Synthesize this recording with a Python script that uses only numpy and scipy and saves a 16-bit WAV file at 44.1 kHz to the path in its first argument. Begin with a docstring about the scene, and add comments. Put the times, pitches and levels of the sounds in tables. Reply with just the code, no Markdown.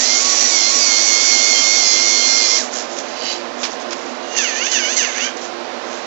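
"""Fans hum throughout: coloured noise plus unsteady tones. A home-built robot of plastic bricks carries a disc.
A geared motor swings the arm in one long whine: multiples of the shaft speed over a tooth rattle, then a coast-down.
The arm settles with small rattles, tips down through its resonances and clacks twice in decaying noise.
A second motor labours through three sagging turns; a few faint nudges follow.
The sound feeds the right channel, whose peaks may clip; the left has faint crosstalk and hiss."""
import sys
import numpy as np
from scipy import signal
from scipy.fft import rfft, irfft, next_fast_len
from scipy.io import wavfile
from scipy.ndimage import uniform_filter1d, map_coordinates

SR = 44100
rng = np.random.default_rng(int(sys.argv[2]) if len(sys.argv) > 2 else 0)


def master_out(mix):
    """Clip the mix to full scale and print it as 16-bit PCM to the path in sys.argv[1]."""
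    frames = np.transpose(np.atleast_2d(mix))
    ceiling = np.clip(frames, -1, 1)
    pcm = np.round(ceiling * 32767).astype(np.int16)
    wavfile.write(sys.argv[1], SR, pcm)


N = 267246


def amp(db):
    """Decibels to gain."""
    return 10 ** (np.asarray(db) / 20)


def unit(x):
    """Scale to rms 1."""
    return x / np.sqrt(np.mean(x ** 2) + 1e-20)


def clock():
    """Seconds at each sample."""
    return np.arange(N) / SR


def along(points, hz):
    """Read (Hz, value) points on a log axis."""
    f, v = np.transpose(points)
    return np.interp(np.log(hz + 1), np.log(f + 1), v)


def curves(rows):
    """One value per sample for each column after the time."""
    s, *cols = np.transpose(rows)
    return [np.interp(clock(), s, c) for c in cols]


def wobble(rate):
    """A smooth random curve, rate knots a second."""
    knots = rng.standard_normal(int(N * rate / SR) + 4)
    return map_coordinates(knots, [clock() * rate], order=2)


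def filtered(x, response):
    """x times a response of frequency."""
    m = next_fast_len(N + 8192)
    return irfft(rfft(x, m) * response(np.fft.rfftfreq(m, 1 / SR)), m)[..., :N]


def coloured(x, spectrum):
    """Shape x by (Hz, dB) points, falling away below the first; rms 1."""
    lowest_hz = spectrum[0][0]
    return unit(filtered(x, lambda hz: amp(along(spectrum, hz)) * np.minimum(hz / lowest_hz, 1) ** 2))


def angle(hz):
    """Running phase of a rate."""
    return 2 * np.pi * np.cumsum(hz * np.ones(N)) / SR


def fades(start, end, rise_db, fall_db):
    """Level in dB: 0 from start to end, with a rise before and a fall after, both in dB a second."""
    return -rise_db * np.maximum(start - clock(), 0) - fall_db * np.maximum(clock() - end, 0)


def bell(centre_s, sigma_s):
    """Gaussian pulse in time, peak 1."""
    return np.exp(-.5 * ((clock() - centre_s) / sigma_s) ** 2)


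def lagging(x, lag_s):
    """x followed with a short delay, as by a mass."""
    keep = np.exp(-1 / (lag_s * SR))
    return x[0] + signal.lfilter([1 - keep], [1, -keep], x - x[0])


def ringing(resonances, hz):
    """Lift in dB of a tone that glides through (Hz, width Hz, dB) resonances."""
    return sum(lift / (1 + (2 * (hz - centre) / width) ** 2) for centre, width, lift in resonances)


def rattle(tooth_hz, spectrum, bite, uneven_db):
    """Noise pulsing at the tooth rate, of randomly varying strength, coloured by the plastic; rms 1."""
    strikes = np.exp(bite * np.cos(angle(tooth_hz))) * amp(uneven_db * wobble(450))
    return coloured(strikes * rng.standard_normal(N), spectrum)


def room(x, t60=0.22):
    """The short answer of a small furnished room: a decaying noise tail."""
    age = np.arange(SR // 3) / SR
    tail = rng.standard_normal(len(age)) * amp(-60 * age / t60) * (age > .003)
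    return signal.fftconvolve(x, tail / np.linalg.norm(tail))[:N]


def fans():
    """Rushing air with slightly unsteady blade and mains tones."""
    # spectra of the rush and the low drone: pitch_hz, relative_db
    air_spectrum = [(180, -61), (300, -18.5), (344, -2.5), (379, -10), (459, -3.5), (712, -4.5),
                    (990, -8.5), (1070, -8.5), (2420, -15), (2970, -17), (4240, -18.5), (6400, -23.5),
                    (7970, -38.5), (10400, -71), (17500, -120)]
    bass_spectrum = [(25, -27), (80, -29.5), (120, -27), (170, -18), (210, -6.5), (245, 5), (300, -2),
                     (400, -39), (600, -76.5)]
    # blade and mains tones: pitch_hz, relative_db
    hum_tones = [(118.4, -68), (145.3, -69.5), (242.2, -47), (349.9, -43.5), (468.3, -50), (581.4, -45),
                 (640.6, -46), (732.1, -44.5), (1050, -47.5)]
    air = amp(-31.0 + 0.15 * wobble(4.2)) * coloured(rng.standard_normal(N), air_spectrum)
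    drone = amp(-42) * coloured(rng.standard_normal(N), bass_spectrum)
    tones = sum(amp(db + 2 + 1.9 * wobble(6)) * np.sin(angle(hz) + 0.38 * wobble(7)) for hz, db in hum_tones)
    return air + drone + tones


def clacks():
    """The arm meets its stop and bounces; many loose bricks ring densely and briefly."""
    # plastic knocks: start_s, relative_db, t60_s
    knocks = [(3.631, -17, 0.11), (3.641, -39, 0.053), (3.651, -23, 0.072), (3.907, -26.5, 0.065),
              (3.921, -26, 0.054), (3.929, -22, 0.038)]
    # spectrum of the bricks: pitch_hz, relative_db
    brick_spectrum = [(300, -17), (1000, 4), (2000, 1.5), (3100, 2.5), (4000, 0.5), (5200, 5), (7000, -1.5),
                      (8000, -19)]
    attack_s = .0009
    blows = np.zeros(N)
    for s, db, t60 in knocks:
        age = np.maximum(clock() - s, 0)
        blows += (1 - np.exp(-age / attack_s)) * amp(db - 60 * age / t60)
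    return blows * coloured(rng.standard_normal(N), brick_spectrum)


def arm():
    """Short nudges shake the slack gears; between them the arm tips down and its gears ring it."""
    # nudges of the gears: centre_s, relative_db, sigma_s
    nudge_times = [(2.768, -27.5, 0.031), (2.81, -39, 0.048), (2.929, -37, 0.022), (2.987, -31, 0.012),
                   (3.063, -42.5, 0.099), (3.62, -36, 0.025), (3.72, -37, 0.022), (3.812, -39, 0.012),
                   (4.017, -44, 0.099), (5.374, -35, 0.0051), (5.441, -35, 0.029), (5.946, -41, 0.061)]
    # spectrum of a nudge: pitch_hz, relative_db
    nudge_spectrum = [(800, -31), (1500, -1.5), (3000, -6), (4500, -1), (5800, 6), (6700, 4.5), (7400, -1),
                      (8000, -35)]
    # resonances of the long arm: centre_hz, width_hz, relative_db
    arm_modes = [(2050, 250, -6), (2640, 180, -3.5), (3010, 180, -2), (4030, 190, -1), (4650, 120, 2.5),
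                 (5350, 350, -7), (5870, 240, -8.5), (6343, 230, -7), (7170, 220, -12.5)]
    tip_from_s, tip_to_s, tip_rise_db_per_s, tip_fall_db_per_s = 3.256, 3.33, 114, 200
    uneven = amp(1.5 * wobble(25))
    nudges = sum(amp(db) * bell(s, sigma_s) for s, db, sigma_s in nudge_times)
    tip_db = -26 + fades(tip_from_s, tip_to_s, tip_rise_db_per_s, tip_fall_db_per_s)
    teeth = rattle(420 * uneven, [(900, -5), (2000, -6.0), (8000, -0.5)], bite=0.67, uneven_db=2)

    def beam(f):
        """Sum of band-pass modes of alternating sign."""
        return sum((-1) ** k * amp(db) * 1j * f * w / (c * c - f * f + 1j * f * w)
                   for k, (c, w, db) in enumerate(arm_modes))

    tipping = amp(tip_db) * unit(filtered(teeth, beam))
    return nudges * rattle(600 * uneven, nudge_spectrum, bite=0.53, uneven_db=3) + tipping


def crank_drive(sag_shape=1.3):
    """Tooth rate, whine dB, rattle dB: each turn drags the motor down, then it races until the teeth bite again."""
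    # turns: start_s, unloaded tooth rate at the start_hz, share of it lost at mid turn, relative_db
    turn_rows = [(4.371, 945.6, .41, 0), (4.719, 1035, 0.31, -0.2), (4.972, 1086, .46, -0.2)]
    off_s, off_hz, stop_db_per_s = 5.26, 788, 404
    # the teeth bite just before each turn starts; before the first the motor takes up the play
    bite_s, take_up_db, take_up_db_per_s = 0.0079, 8, 139
    # levels at the working tooth rate and their growth with speed
    work_hz, whine_work_db, rattle_work_db = 766.2, -24, -25
    whine_db_per_oct, rattle_db_per_oct = 5.5, 11
    # excess rate for full slack, and what it costs whine and rattle
    slack_hz, slack_whine_db, slack_rattle_db = 240, 11, 6

    starts, start_hz, sag, turn_db = np.transpose(turn_rows)
    edges = np.append(starts, off_s)
    turns = np.interp(clock(), edges, np.arange(len(edges)))
    which = np.minimum(turns.astype(int), len(starts) - 1)
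    free_hz = np.interp(clock(), edges, np.append(start_hz, off_hz))
    tooth_hz = free_hz * (1 - sag[which] * np.abs(np.sin(np.pi * turns)) ** sag_shape)
    racing = (turns - which > .5) & (clock() < edges[which + 1] - bite_s)
    slack = np.clip((tooth_hz - work_hz) / slack_hz, 0, 1) * racing
    octaves = np.log2(tooth_hz / work_hz)
    drive_db = turn_db[which] - take_up_db * (clock() < starts[0] - bite_s)
    drive_db += fades(starts[0], off_s, take_up_db_per_s, stop_db_per_s)
    whine_db = whine_work_db + drive_db + whine_db_per_oct * octaves - slack_whine_db * slack
    rattle_db = rattle_work_db + drive_db + rattle_db_per_oct * octaves - slack_rattle_db * slack
    return tooth_hz, lagging(whine_db, lag_s=0.012), lagging(rattle_db, lag_s=.002)


def crank_motor():
    """The load rises and falls once a turn, so the whine sags and recovers three times."""
    # tones: multiple of the tooth rate, relative_db
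    crank_orders = [(2, 0.5), (3, -0.5), (4, -0.5), (5, -10.5), (6, -13.5), (7, -10)]
    # response of the housing: pitch_hz, relative_db
    housing = [(1100, -21), (1500, -10.5), (1800, -5.5), (2000, -10), (2170, -2), (2420, -11), (2680, -2),
               (2920, 0.5), (3200, -14.5), (3620, -7), (3900, -16.5), (4400, 0), (5400, -6), (6400, 0)]
    # spectrum of the clatter: pitch_hz, relative_db
    clatter_spectrum = [(2500, -18.5), (3500, -7), (4000, -12), (4400, -4.5), (4750, -5), (5300, -4),
                        (5650, -7.5), (5980, 6.5), (6200, -0.5), (6450, 5), (6900, -7), (7400, -8),
                        (8000, -41.5)]
    grind_spectrum = [(1000, -15.5), (1700, 1.5), (2900, 1.0), (3900, -6.5), (6000, -33.5)]

    tooth_hz, whine_db, rattle_db = crank_drive()
    turn = angle(tooth_hz) + 0.09 * wobble(220)
    # each tone swells as it glides through a resonance of the housing, and flutters on its own
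    gains = np.array([amp(db + along(housing, round(k) * tooth_hz)) for k, db in crank_orders])

    def fluttering_tone(order):
        flutter = unit(amp(1.6 * wobble(130)))
        return flutter * np.sin(order * turn + .3 * wobble(150) + rng.uniform(0, 2 * np.pi))

    tones = np.array([fluttering_tone(round(k)) for k, db in crank_orders])
    # dividing by a power of the total gain partly evens out the level
    whine = amp(1.0) * np.sum(gains * tones, axis=0) / np.linalg.norm(gains, axis=0) ** 0.23
    grind = rattle(tooth_hz, grind_spectrum, bite=.7, uneven_db=5.0)
    # the harder the teeth press, the louder and purer the whine; slack teeth grind more
    pure = np.clip((whine_db + 38.0) / 19, .5, .8)
    mesh = np.sqrt(2 * pure) * whine + amp(-2.5) * np.sqrt(1 - pure) * grind
    clatter = rattle(tooth_hz, clatter_spectrum, bite=0.59, uneven_db=0.5) * amp(1.0 * wobble(60))
    return amp(whine_db) * mesh + amp(rattle_db) * clatter


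def swing_motor(weak_db=-49, lag_s=0.038):
    """Under load the teeth stay in mesh and sing; near free speed they float and rattle."""
    # shaft speed, smoothed below: time_s, speed_hz
    shaft = [(0.0, 89.8), (0.05, 102.1), (0.06, 103.5), (0.18, 107.7), (0.24, 112), (0.49, 114.2),
             (0.53, 112.1), (0.63, 104.2), (0.66, 105.0), (0.77, 113.5), (0.94, 106.8), (1.06, 110.1),
             (1.14, 107.5), (1.27, 109.6), (1.39, 106.4), (1.47, 108.7), (1.57, 106.3), (1.77, 108.8),
             (1.85, 104.4), (1.94, 104.5), (2.09, 108.1), (2.3, 105.6), (2.38, 106.4), (2.48, 103.6),
             (2.57, 107.2)]
    # tones of the loaded gears: multiple of the shaft speed, relative_db
    strong_orders = [(13, -44), (21, -40.0), (23, -39.9), (26, -43.1), (29, -44), (30, -37), (32, -37.8),
                     (33, -37.4), (34, -37.1), (37, -41), (39, -34.4), (40, -25.5), (41, -35.0),
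                     (43, -29.2), (44, -35.4), (46, -34.5), (47, -31.5), (50, -29.9), (52, -33.5),
                     (53, -26.7), (54, -29.7), (55, -33.1), (56, -34.3), (57, -36.2), (58, -36.9),
                     (59, -36), (60, -29.6), (61, -31.9), (63, -30.3), (64, -36.9), (66, -39), (67, -35.6),
                     (70, -40.7)]
    # tones of the slack gears: multiple of the shaft speed, level against the gear train_db
    slack_orders = [(13, -24), (17, -21), (21, -20.5), (23, -20.5), (38, -14), (51, -6), (52, -12),
                    (55, -16.5)]
    # frame resonances the tones glide through: centre_hz, width_hz, lift_db
    frame_modes = [(3197, 20, 9.5), (3080, 1000, 0), (4250, 100, 1), (4840, 140, 7.5), (5215, 23, 7.5),
                   (5820, 96, 5.5), (6570, 45, 6.5)]
    # spectrum of the clatter: pitch_hz, relative_db
    clatter_spectrum = [(650, -37), (1100, -13), (1300, -28), (1600, -16), (1870, -11), (2030, -8.5),
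                        (2210, -8), (3020, -12.5), (4430, -3.5), (5220, -4), (5720, 1.5), (7100, -2),
                        (7970, -19), (10400, -60), (17500, -120)]
    pinion_modes = [(2200, 280, 5.3)]  # centre_hz, width_hz, lift_db
    spin_up_s, spin_up_db_per_s, seat_s = 0.067, 30, 0.13
    off_s, coast_hz_per_s, coast_db_per_s, pinion_coast_db_per_s = 2.577, 680, 215, 79

    driven_hz, = curves(shaft)
    coasting_s = np.maximum(clock() - off_s, 0)
    speed_hz = np.maximum(uniform_filter1d(driven_hz, size=1200) - coast_hz_per_s * coasting_s, 20)
    # a shaft that is being slowed is loaded, one that is speeding up runs slack
    hz_per_s = np.clip(np.gradient(uniform_filter1d(speed_hz, size=2000)) * SR, -70, 70)
    load = 1 / (1 + np.exp(np.clip((speed_hz + lag_s * hz_per_s - 111) / 0.91, -30, 30)))
    # the gears only sing once the shaft is up to speed and the teeth are seated
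    singing = (.02 + .98 * load) * np.clip((speed_hz - 96) / 8, .02, 1)
    singing *= np.minimum(clock() / seat_s, 1)

    # the whine swells in mid swing
    swell = bell(1.36, 0.51)
    gear_db = -18.5 + 1.5 * load + 0.9 * swell
    pinion_db = -31 + 1.5 * swell + ringing(pinion_modes, 20 * speed_hz) + 1.3 * wobble(14.01)
    turn = angle(speed_hz) + .006 * wobble(70) + .014 * wobble(14)

    # no two teeth are alike, so nearly every multiple of the shaft speed sounds at least faintly
    strong, gears, waver = dict(strong_orders), np.zeros(N), wobble(18)
    for order in np.setdiff1d(np.arange(11, 71), [20]):  # 20 is the pinion's
        db = strong.get(order, weak_db + rng.normal(0, 3.1))
        waver_db = 2.1 * np.roll(waver, rng.integers(N))
        gain = amp(db + ringing(frame_modes, order * speed_hz) + waver_db)
        gears += gain * np.sin(order * turn + rng.uniform(0, 2 * np.pi))
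    gears /= np.sqrt(np.mean(gears[coasting_s == 0] ** 2))

    # the ten-tooth pinion sounds at its tooth rate mostly when slack, an octave above when loaded
    pinion = amp(pinion_db) * np.clip(load, .12, 1) * np.sin(20 * turn)
    pinion += amp(gear_db - 16.5) * (1.22 - load) * np.sin(10 * turn)
    clatter = rattle(10 * speed_hz, clatter_spectrum, bite=0.39, uneven_db=1.04)
    hushed = amp(-8 * singing)
    mesh = amp(-1.22) * np.sqrt(singing) * gears + amp(-0.28) * hushed * clatter
    floating = sum(amp(db + 2.5 * wobble(25)) * np.sin(round(k) * turn + wobble(60)) for k, db in slack_orders)
    gear_db += fades(spin_up_s, off_s, spin_up_db_per_s, coast_db_per_s)
    geared = amp(gear_db) * (mesh + (1 - load) * floating)
    return geared + amp(-pinion_coast_db_per_s * coasting_s) * pinion


def scene():
    """Everything reaches the right channel; the left has only crosstalk and faint hiss."""
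    robot = swing_motor() + crank_motor() + arm() + clacks()
    sound = amp(6.0) * (robot + amp(-8.5) * room(robot) + fans())
    hiss = coloured(rng.standard_normal(N), [(25, 3.5), (200, -10.5), (1500, -9.5), (8000, -12.5)])
    return np.array([amp(-59.5) * sound + amp(-56) * hiss, sound])


def record(dry):
    """A narrow-band microphone stage, then clipping of the highest peaks and a final low-pass."""
    mic_top_hz, top_hz = 8050, 16000
    narrow = filtered(dry, lambda hz: 1 / np.sqrt(1 + (hz / mic_top_hz) ** 150))
    clipped = np.clip(narrow, -1, 1)
    return filtered(clipped, lambda hz: hz < top_hz)


dry = scene()
out = record(dry)
master_out(out)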